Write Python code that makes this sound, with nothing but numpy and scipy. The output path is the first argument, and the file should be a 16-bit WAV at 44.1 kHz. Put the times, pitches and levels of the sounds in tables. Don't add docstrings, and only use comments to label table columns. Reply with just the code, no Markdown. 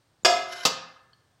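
import sys
import numpy as np
from scipy import signal
from scipy.fft import rfft, irfft
from scipy.io import wavfile

SR = 44100
rng = np.random.default_rng(int(sys.argv[2]) if len(sys.argv) > 2 else 0)


def file_out(sig):
    cols = np.atleast_2d(sig).T
    lim = np.clip(cols, -1, 1)
    pcm = np.round(lim * 32767).astype(np.int16)
    wavfile.write(sys.argv[1], SR, pcm)


N = 61739
TOP_HZ = 15900

# (time [s], relative level [dB])
LANDING_CONTACTS = [(.6512, -0.5), (.6530, 2.5), (.6570, -1), (.6632, -4.5), (.6685, -6.5)]


def undb(db):
    return 10 ** (np.asarray(db) / 20)


def unit(x):
    return x / np.sqrt(np.mean(x ** 2))


def since(start):
    return np.maximum(np.arange(N) / SR - start, 0)


def curve(points, hz):
    table_hz, values = np.array(points, float).T
    return np.interp(np.log(np.maximum(hz, 1)), np.log(table_hz), values)


def noise(colour, formants=1):
    hz = np.fft.rfftfreq(N, 1 / SR)
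    white = rfft(rng.standard_normal(N))
    return unit(irfft(white * formants * undb(curve(colour, hz)), N))


def fade(t, t60, attack_s=.0002):
    rise = 1 - np.exp(-t / attack_s)
    return rise * np.exp(-np.log(1000) * t / t60)


def ring(start, modes):
    t = since(start)
    tone = 0
    for k, (hz, db, t60) in enumerate(modes):
        partial = fade(t, t60) * np.sin(2 * np.pi * hz * t)
        tone = tone + (-1) ** k * undb(db) * partial
    return tone


def broadened(modes):
    width_hz, valley_db = 290, -9
    hz = np.fft.rfftfreq(N, 1 / SR)
    peaks = [1 / (1 + (2 * (hz - mode_hz) / width_hz) ** 2) for mode_hz, _, _ in modes]
    return np.max(peaks, axis=0) + undb(valley_db)


def crowd(colour, formants=1, count=200):
    lowest_hz, spread_db = 300, 6
    place, size, turn = rng.random((count, 3)).T
    hz = lowest_hz + (TOP_HZ - lowest_hz) * (np.arange(count) + place) / count
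    level_db = curve(colour, hz) + spread_db * (2 * size - 1)
    lines = np.zeros(N // 2 + 1, complex)
    lines[(hz * N / SR).astype(int)] = undb(level_db) * np.exp(2j * np.pi * turn)
    return unit(irfft(lines * formants, N))


def cracks(contacts, colour, t60, formants=1):
    return sum(undb(db) * fade(since(s), t60) * noise(colour, formants) for s, db in contacts)


def background():
    # (frequency [Hz], density [dB per Hz])
    floor_colour = [(25, -16.5), (60, -7), (115, 3.5), (200, -9), (450, -10.5), (1600, -15.5),
                    (2300, -21.5), (4500, -20), (7500, -27.5), (9000, -23), (9600, -36), (15000, -35)]
    return undb(-67.5) * noise(floor_colour)


def kitchen(x):
    # (band centre [Hz], t60 [s])
    room_t60 = [(150, .55), (500, 0.57), (1500, 0.82), (2400, 0.58), (5000, 0.47), (8000, 0.29),
                (14000, 0.19)]
    room_db, build_s = -11, .0098
    white = rfft(rng.standard_normal(N))
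    hz, t = np.fft.rfftfreq(N, 1 / SR), since(0)
    tail = 0
    for centre, t60 in room_t60:
        band = curve([(f, f == centre) for f, _ in room_t60], hz)
        tail = tail + irfft(white * band, N) * fade(t, t60, build_s)
    tail = tail / np.sqrt(np.sum(tail ** 2))
    return undb(room_db) * signal.fftconvolve(x, tail)[:N]


def touch():
    # (frequency [Hz], level [dB], t60 [s])
    touch_modes = [(190, -47, .04), (520, -48, .015), (3800, -62, .02), (7100, -55, .05)]
    return ring(.2335, touch_modes)


def tick():
    # (frequency [Hz], level [dB], t60 [s])
    tick_modes = [(1680, -62, .1), (3050, -55, .03), (3260, -56, .025), (4330, -52, .04), (4680, -55, .025)]
    return ring(1.1322, tick_modes)


def scrape():
    # (time [s], level [dB])
    slide_level = [(.47, -65), (.495, -47), (.517, -45), (.529, -33), (.545, -44), (.563, -41), (.59, -43),
                   (.61, -42), (.63, -43), (.636, -33), (.645, -42), (.655, -60)]
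    # (frequency [Hz], density [dB per Hz])
    wall_colour = [(300, -10.5), (700, -4.5), (1500, -4.5), (2400, -5.5), (3000, -4), (4000, -5.5),
                   (5200, -7), (6300, -8), (8000, -25.5), (11000, -16.5), (15000, -34.5)]
    # (frequency [Hz], relative level [dB], t60 [s])
    rim_modes = [(1450, -1, .06), (1590, -1, .1), (2060, -6, .12), (3000, -3, .07), (3850, -13, .1),
                 (4540, -5, .06), (5270, -4, .07), (6530, -14, .15), (7300, -20, .15), (7950, -23, .15),
                 (10330, -18, .1), (11100, -22, .1)]
    catches_per_s, catch_spread_db = 1500, 2.5
    wall_db, wall_t60_s = 2, .07

    catches = rng.random(N) < catches_per_s / SR
    catches = catches * undb(catch_spread_db * rng.standard_normal(N))
    wall = undb(wall_db) * crowd(wall_colour) * fade(since(0), wall_t60_s)
    steel = ring(0, rim_modes) + wall
    times, levels = np.array(slide_level).T
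    level_db = np.interp(since(0), times, levels, left=-np.inf, right=-np.inf)
    return unit(signal.fftconvolve(catches, steel)[:N]) * undb(level_db)


def clank():
    # (frequency [Hz], level [dB], t60 [s])
    pressed_modes = [(172, -41, .35), (528, -38, .55), (690, -29, .1), (1040, -28, .12), (1248, -26, .14),
                     (1330, -53, 1.0), (1376, -52, 1.0), (1570, -46, .7), (1622, -48, .95),
                     (1682, -49, 1.0), (1760, -49, .95), (2080, -33, .27), (2460, -41, .42),
                     (2620, -30, .11), (3639, -32, .16), (4510, -24, .1), (4810, -26, .12),
                     (5370, -28, .11), (6060, -34, .16)]
    # (frequency [Hz], density [dB per Hz])
    crash_colour = [(70, -30), (170, -4), (300, -9.5), (600, -1.5), (850, -3), (1200, -3.5), (1800, -10),
                    (2600, -4), (3500, -2.5), (4800, 0), (5800, -1.5), (8000, -10), (9200, -21.5),
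                    (13000, -21.5), (15500, -27.5)]
    crash_db, crash_t60_s = -16, .07
    crash = cracks(LANDING_CONTACTS, crash_colour, crash_t60_s)
    return ring(LANDING_CONTACTS[1][0], pressed_modes) + undb(crash_db) * crash


def knock():
    # (time [s], relative level [dB])
    contacts = [(.2478, -2), (.2500, -1), (.2533, -1), (.2582, -6.5)]
    # (frequency [Hz], level [dB], t60 [s])
    bowl_modes = [(366, -31, .95), (379, -26, .1), (548, -27, .42), (654, -19, .48), (698.5, -19, .6),
                  (703.5, -14.5, .52), (732, -26, .6), (1000, -26, .27), (1295, -25.5, .66),
                  (1665, -24, .42), (2065, -33, .6), (2101, -32, .6), (2468, -29, .42), (2875, -27, .34),
                  (3284, -32, .48), (3503, -24, .17), (3677, -33, .55), (4130, -38, .6), (4490, -33, .48),
                  (4753, -23, .19), (5065, -21, .25), (5308, -28, .43), (5586, -26, .43), (6530, -37, .6),
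                  (6702, -31, .33), (7504, -33, .38), (7946, -36, .28), (8705, -34, .14), (10280, -45, .42),
                  (11300, -52, .36), (12900, -55, .33)]
    # (frequency [Hz], density [dB per Hz])
    crack_colour = [(100, -36), (250, -16), (400, 0.5), (700, -6.5), (1000, 3.5), (1600, -1), (1900, -8),
                    (2700, 1), (3600, -3.5), (4100, -6.5), (4800, 0), (5500, -2), (6000, -1.5),
                    (7500, -6.5), (9000, -21.5), (13000, -23.5), (15500, -28)]
    # (frequency [Hz], density [dB per Hz])
    thud_colour = [(30, 1), (60, 5.5), (120, -5.5), (220, 0.5), (300, 4.5), (500, -20), (2000, -57)]
    crack_db, crack_t60_s = -14, .067
    shell_db, shell_t60_s = -24, .52
    thud_db, thud_t60_s = -43, .7
    twin_hz, twin_share, twins_above_hz = 18, .5, 1400
    damped_t60_s = .069

    start = contacts[0][0]
    splits = twin_hz * (.5 + rng.random(len(bowl_modes)))
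    twins = [(hz + split, db, t60) for (hz, db, t60), split in zip(bowl_modes, splits)
             if hz > twins_above_hz]
    tone = ring(start, bowl_modes) + twin_share * ring(contacts[1][0], twins)

    formants = broadened(bowl_modes)
    shell = undb(shell_db) * fade(since(start), shell_t60_s) * crowd(crack_colour, formants, count=420)
    thud = undb(thud_db) * fade(since(start), thud_t60_s) * noise(thud_colour)
    damping = undb(-60 * since(LANDING_CONTACTS[0][0]) / damped_t60_s)
    crack = undb(crack_db) * cracks(contacts, crack_colour, crack_t60_s, formants)
    return (tone + shell + thud) * damping + crack


def scene():
    steel = touch() + knock() + scrape() + clank() + tick()
    low_cut = signal.butter(2, 110, "high", fs=SR, output="sos")
    steel = signal.sosfilt(low_cut, steel)
    return (steel + kitchen(steel) + background())[None]


def record(dry):
    top_cut = signal.ellip(8, .2, 70, TOP_HZ, fs=SR, output="sos")
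    return signal.sosfilt(top_cut, dry)


dry = scene()
out = record(dry)
file_out(out)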